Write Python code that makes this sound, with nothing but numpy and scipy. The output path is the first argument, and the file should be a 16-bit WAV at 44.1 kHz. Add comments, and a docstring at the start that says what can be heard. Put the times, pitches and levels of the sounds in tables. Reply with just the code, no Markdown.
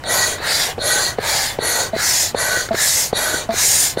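"""Rhythmic gusts of air from a double-action hand pump, inflating a boat on a lawn at about two
and a half strokes a second. Air rushing through barrel and ports sounds hollow on the way down
and brighter on the way up, and opens into hiss as the piston gains speed. Valve flaps thump or
flutter briefly around the turns, and the plastic shaft ticks. Behind it lies a low outdoor hum."""
import sys
import numpy as np
from scipy import signal
from scipy.fft import rfft, irfft
from scipy.io import wavfile
from scipy.ndimage import uniform_filter1d

SR = 44100
rng = np.random.default_rng(int(sys.argv[2]) if len(sys.argv) > 2 else 0)


def store_wav(level_fs):
    """Save 16-bit WAV to argv[1]."""
    pcm = np.round(np.clip(np.atleast_2d(level_fs), -1, 1) * 32767)
    wavfile.write(sys.argv[1], SR, pcm.T.astype(np.int16))


N = 176400

# The pushes. Each row: start, length, speed-up and slow-down in seconds, then body, hiss and
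# whistle trims in dB.
DOWNSTROKES = [(.03, 0.4, .12, 0.18, 0, 3.5, 1.5), (0.778, 0.41, 0.12, 0.15, -1.5, 2.5, 1),
               (1.58, 0.36, 0.1, 0.14, -1, 1, 0), (2.34, 0.39, .08, 0.15, -2, 0, -3),
               (3.123, 0.38, 0.071, 0.15, -2, -.5, -2), (3.961, .39, 0.072, .18, -3, -4, 0)]
# The pulls. Each row: start, length, speed-up and slow-down in seconds, body and hiss trims in dB,
# jet pitch at full flow in Hz, jet trim in dB.
UPSTROKES = [(0.371, 0.41, 0.17, .16, 2, -5, 4350, 2), (1.17, 0.45, 0.15, 0.22, 0.5, -4.5, 4360, 1),
             (1.918, 0.44, 0.16, .15, -2.5, -1.5, 5750, 1.5), (2.706, .44, 0.14, 0.15, -4, -1, 6830, 1),
             (3.485, .5, 0.16, 0.17, -5, 1, 7100, 2)]
# Faster air is brighter. Each row: frequency in Hz, dB of noise gained per dB of flow.
FLOW_STEEPNESS = [(300, .7), (700, 1.03), (1800, 1.77), (4000, 2.7), (6500, 2.98), (11000, 3), (16000, 2.2)]
# Broad colour of the air in each direction. 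Each row: frequency in Hz, relative level in dB.
DOWN_COLOUR = [(60, -11), (250, -7.5), (600, 6.5), (1100, 0), (1750, 1.5), (2350, -6.5), (2600, -9.5),
               (3150, -7), (3700, -1), (4600, -2), (5050, -10), (6200, 0), (7300, -1), (8000, -9),
               (9400, -6.5), (11500, -11.5), (12500, -19), (14100, -16), (14900, -13), (15800, -20)]
UP_COLOUR = [(60, -20), (270, -12), (550, 0.5), (850, 3), (1150, -7.5), (1650, 1), (2100, 2), (2500, -3),
             (3000, -4), (3900, 1), (5200, 1), (7500, 3), (9300, -1), (9800, -2), (12000, -4),
             (15800, -9.5)]
# Barrel and port resonances for push, pull and jet. Each row: centre and width in Hz, lift in dB.
DOWN_RESONANCES = [(605, 130, 3.5), (1506, 81, 12.5), (1931, 85, 16.5), (2353, 105, 8.5), (4350, 530, 5),
                   (6860, 500, 4.5), (8640, 270, 5)]
UP_RESONANCES = [(1666, 79, 4), (2105, 160, 4), (4450, 220, 0), (5140, 360, 3), (7030, 300, 4.5),
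                 (8100, 400, -2), (9120, 470, 4)]
JET_RESONANCES = [(5250, 430, 0), (6550, 370, 1.5), (7540, 440, 3.5), (9070, 550, 3)]
# The spit as the upstroke's valve opens. Each row: centre and width in Hz, relative level in dB.
UP_SPIT_BANDS = [(1680, 550, 0.5), (4060, 380, 1)]
# Valve and piston thumps. Each row: start in seconds, level in dB, pitch in Hz, length in seconds.
THUMPS = [(.401, -20, 424, .004), (0.7788, -15.5, 483, 0.0075), (.789, -14, 450, 0.0033),
          (0.956, -20, 366, 0.0056), (1.184, -10, 469, 0.0083), (1.5868, -8, 505, 0.0045),
          (1.773, -23, 350, 0.0039), (1.9615, -13.5, 417, 0.0053), (2.345, -9, 519, 0.0062),
          (2.568, -21, 350, 0.0057), (2.742, -12.5, 410, 0.0061), (3.128, -7, 492, 0.006),
          (3.34, -13.5, 350, 0.0049), (3.538, -18, 420, .006), (3.971, -8, 432, 0.005)]
# The barrel's ring in a thump. Each row: ratio to the pitch, relative level in dB.
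THUMP_MODES = [(.52, -10.5), (1, -0.5), (1.6, -6)]
# Flap flutters at the bottom of the stroke. Each row: start and length in seconds, level in dB,
# flap rate in Hz, decay in seconds.
FLUTTERS = [(1.931, 0.034, -7, 218, 0.017), (2.707, 0.064, -4.5, 221, 0.016),
            (3.489, 0.055, -6.5, 224, .024)]
# The flutter's harmonics from the fundamental up, each a relative level in dB.
FLUTTER_HARMONICS_DB = [-11.5, -19.5, -2.5, -21.5, -28]
# Shaft ticks. Each row: start in seconds, level in dB.
TICKS = [(0.038, -24), (0.047, -42), (0.384, -24), (2.688, -20.5), (2.716, -26), (2.731, -24), (2.751, -17),
         (3.49, -27.5), (3.507, -21.5)]
# Colours of the ticks and the outdoor rumble. Each row: frequency in Hz, relative level in dB.
PLASTIC_COLOUR = [(100, -17), (600, 9), (1800, 11), (2700, -4), (4200, 4), (7000, -14), (15000, -34)]
RUMBLE_COLOUR = [(20, -5), (38, -6.5), (60, -4), (105, 1.5), (180, -7), (400, -10.5), (900, -10.5),
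                 (2000, -17.5), (4000, -28), (8000, -30.5), (15000, -40)]
# Steady background tones. Each row: pitch in Hz, level in dB.
HUM_TONES = [(58, -51), (87, -46.5), (116, -53.5), (144, -48.5), (3020, -54)]

DOWN_DB, UP_DB, RUMBLE_DB = -16, -14.5, -36
BODY_EDGE_HZ = 2520  # the barrel's body lies below, the hiss above
HOP = 128  # samples from one frame of a stroke to the next


def downstroke(length, rise, fall, body_db, hiss_db, whistle_db):
    """Air spits through the barely open valve, then rushes hollow, with a whistle and a barrel howl."""
    t, hz = stroke_grid()
    flow, fade = airflow(t, length, rise, fall)
    sag_db = -7.5 * (t / length - .5)  # the body thins over the stroke
    rush = air_colour(DOWN_COLOUR, hz, body_db + sag_db, hiss_db)
    whistle_hz = 10840 * flow ** .18 + 400 * wander(t.shape, span=(8, 1))
    whistle = amp(4.5 + whistle_db) * bell(hz, whistle_hz, 820) * bell(t, .056, .1)
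    howl = amp(4) * bell(hz, 1580, 150) * bell(t, .19, .043)
    spit = amp(4) * bell(hz, 3990, 357) * bell(t, .041, .018)
    air = np.sqrt(rush ** 2 + whistle ** 2 + howl ** 2) * flow ** curve(FLOW_STEEPNESS, hz)
    shaft = tube_comb(hz, round_trip_s=.0021)  # sound bounces along the hollow shaft
    return amp(DOWN_DB) * turbulence(fade * shaft * np.hypot(air, spit), DOWN_RESONANCES)


def upstroke(length, rise, fall, body_db, hiss_db, jet_hz, jet_db):
    """The valve spits open, then air hisses brightly, with a jet whose pitch climbs with the flow."""
    t, hz = stroke_grid()
    flow, fade = airflow(t, length, rise, fall)
    sag_db = -6 * (t / length - .5)
    rush = air_colour(UP_COLOUR, hz, body_db + sag_db, hiss_db)
    jet_band = bell(np.log2(hz + 1), np.log2(jet_hz * flow ** .42), width=.32)  # in octaves
    jet = amp(jet_db + resonance_db(JET_RESONANCES, hz)) * jet_band
    spit_colour = sum(amp(db) * bell(hz, centre, width) for centre, width, db in UP_SPIT_BANDS)
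    spit = spit_colour * bell(t, .1, .046)
    air = np.hypot(rush, jet) * flow ** curve(FLOW_STEEPNESS, hz)
    chamber = tube_comb(hz, round_trip_s=.000781 + .002726 * t)  # it lengthens, so its resonances sink
    return amp(UP_DB) * turbulence(fade * chamber * np.hypot(air, spit), UP_RESONANCES)


def airflow(t, length, rise, fall, idle_flow=.089, open_s=.012, turn_s=.044):
    """The piston speeds up, runs and slows; returns the flow and the fade at the stroke's ends."""
    speed_up = np.sin(np.pi / 2 * np.clip(t / rise, 0, 1))
    slow_down = np.sin(np.pi / 2 * np.clip((length - t) / fall, 0, 1))
    fade = np.clip(np.minimum(t / open_s, (length - t) / turn_s), 0, 1)
    return np.hypot(speed_up * slow_down, idle_flow), fade


def turbulence(gain, resonances, streak_db=2.5, eddy_db=1.38, flicker_db=.5):
    """Churning air: streaky, flickering noise, shaped by resonances and a gain per frame and bin."""
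    size = (len(gain) - 1) * HOP
    fine, coarse = dict(nperseg=1024, noverlap=768), dict(nperseg=512, noverlap=512 - HOP)
    white = signal.stft(rng.standard_normal(size), **fine)[2].T
    streaked = white * amp(streak_db * wander(white.shape, span=(16, 2)))
    air = unit(signal.istft(streaked.T, **fine)[1][:size])
    lift = amp(resonance_db(resonances, np.fft.rfftfreq(size, 1 / SR)))
    resonant = irfft(rfft(air) * lift, size)
    frames = signal.stft(resonant, **coarse)[2].T
    eddies = eddy_db * wander(frames.shape, span=(9, 7))
    flicker = flicker_db * wander((len(frames), 1), span=(3, 1))
    return signal.istft((frames * gain * amp(eddies + flicker)).T, **coarse)[1]


def air_colour(colour, hz, body_db, hiss_db):
    """The broad tone of rushing air, with low body balanced against high hiss."""
    body_share = 1 / (1 + (hz / BODY_EDGE_HZ) ** 6)
    return amp(curve(colour, hz) + body_share * body_db + (1 - body_share) * hiss_db)


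def tube_comb(hz, round_trip_s, depth_db=2):
    """The echo inside a tube combs the hiss with evenly spaced resonances."""
    return amp(depth_db * np.cos(2 * np.pi * hz * round_trip_s) * (hz > BODY_EDGE_HZ))


def resonance_db(resonances, hz):
    """The peaks and dips that barrel and ports put on the air."""
    return sum(db / (1 + (2 * (hz - centre) / width) ** 2) for centre, width, db in resonances)


def thump(db, hz, length, attack_s=.0019, pitch_sag=.083):
    """A flap seats: a few sinking cycles ring in the barrel, with a small dull puff."""
    t = np.arange(2000) / SR
    cycles = hz * np.cumsum(np.exp(-pitch_sag * (2 * t / length - 1))) / SR
    ring = sum(amp(level) * np.sin(2 * np.pi * ratio * cycles) for ratio, level in THUMP_MODES)
    puff = unit(signal.lfilter(*signal.butter(2, 1700, fs=SR), rng.standard_normal(len(t))))
    envelope = np.minimum(t / attack_s, 1) / (1 + (t / length) ** 6)
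    return amp(db) * envelope * (ring + amp(-16.5) * puff)


def flutter(length, db, hz, decay, fade_s=.0051):
    """A flap flutters in a short dying honk; the barrel favours its third harmonic."""
    t = np.arange(0, length, 1 / SR)
    honk = sum(amp(level) * np.sin(2 * np.pi * k * hz * t)
               for k, level in enumerate(FLUTTER_HARMONICS_DB, 1))
    fade = np.clip(np.minimum(t, length - t) / fade_s, 0, 1)
    return amp(db) * fade * np.exp(-t / decay) * honk


def shaft_tick(db, decay_s=.0043):
    """The plastic shaft gives a light, dry click."""
    burst = noise(PLASTIC_COLOUR, size=1500)
    t = np.arange(len(burst)) / SR
    return amp(db) * burst * np.exp(-t / decay_s)


def outdoors(waver_hz=4.28):
    """A bed of soft rumble with a low wavering hum and one faint high tone."""
    bed = amp(RUMBLE_DB) * noise(RUMBLE_COLOUR, size=N)
    for hz, db in HUM_TONES:
        pitch = hz + waver_hz * wander((N, 1), span=(2500, 1))[:, 0]
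        bed += amp(db) * np.sqrt(2) * np.sin(2 * np.pi * np.cumsum(pitch) / SR)
    return bed


def noise(colour, size):
    """Coloured noise with an rms of one."""
    gain = amp(curve(colour, np.fft.rfftfreq(size, 1 / SR)))
    return unit(irfft(rfft(rng.standard_normal(size)) * gain, size))


def wander(shape, span):
    """Random drift with an rms of one, smoothed over a span of (time steps, bins)."""
    drift = rng.standard_normal(shape)
    for axis, steps in enumerate(span):
        drift = uniform_filter1d(uniform_filter1d(drift, steps, axis), steps, axis)
    return unit(drift)


def stroke_grid():
    """Frame times in seconds and bin frequencies in Hz for one stroke."""
    return np.arange(210)[:, None] * HOP / SR, np.fft.rfftfreq(512, 1 / SR)


def curve(points, hz):
    """Joins a table's points along log frequency."""
    point_hz, value = np.transpose(points)
    return np.interp(np.log(hz + 1), np.log(point_hz + 1), value)


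def bell(x, centre, width):
    """A smooth hump of height one: a band in frequency or a swell in time."""
    return np.exp(-.5 * ((x - centre) / width) ** 2)


def amp(db):
    """Decibels to gain."""
    return 10 ** (np.asarray(db) / 20)


def unit(x):
    """Scales to an rms of one."""
    return x / np.sqrt(np.mean(x ** 2) + 1e-20)


def scene():
    """The pump over the outdoor bed, alike in both channels."""
    mix = outdoors()
    layers = [(downstroke, DOWNSTROKES), (upstroke, UPSTROKES),
              (thump, THUMPS), (flutter, FLUTTERS), (shaft_tick, TICKS)]
    for source, cues in layers:
        for start, *settings in cues:
            sound = source(*settings)
            slot = mix[round(start * SR):][:len(sound)]
            slot += sound[:len(slot)]
    return np.array([mix, mix])


def record(dry, cutoff_hz=15780):
    """A steep low-pass takes the very top off the hiss."""
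    lowpass = signal.firwin(511, cutoff_hz, window=("kaiser", 9), fs=SR)
    return signal.oaconvolve(dry, lowpass[None], "same")


dry = scene()
out = record(dry)
store_wav(out)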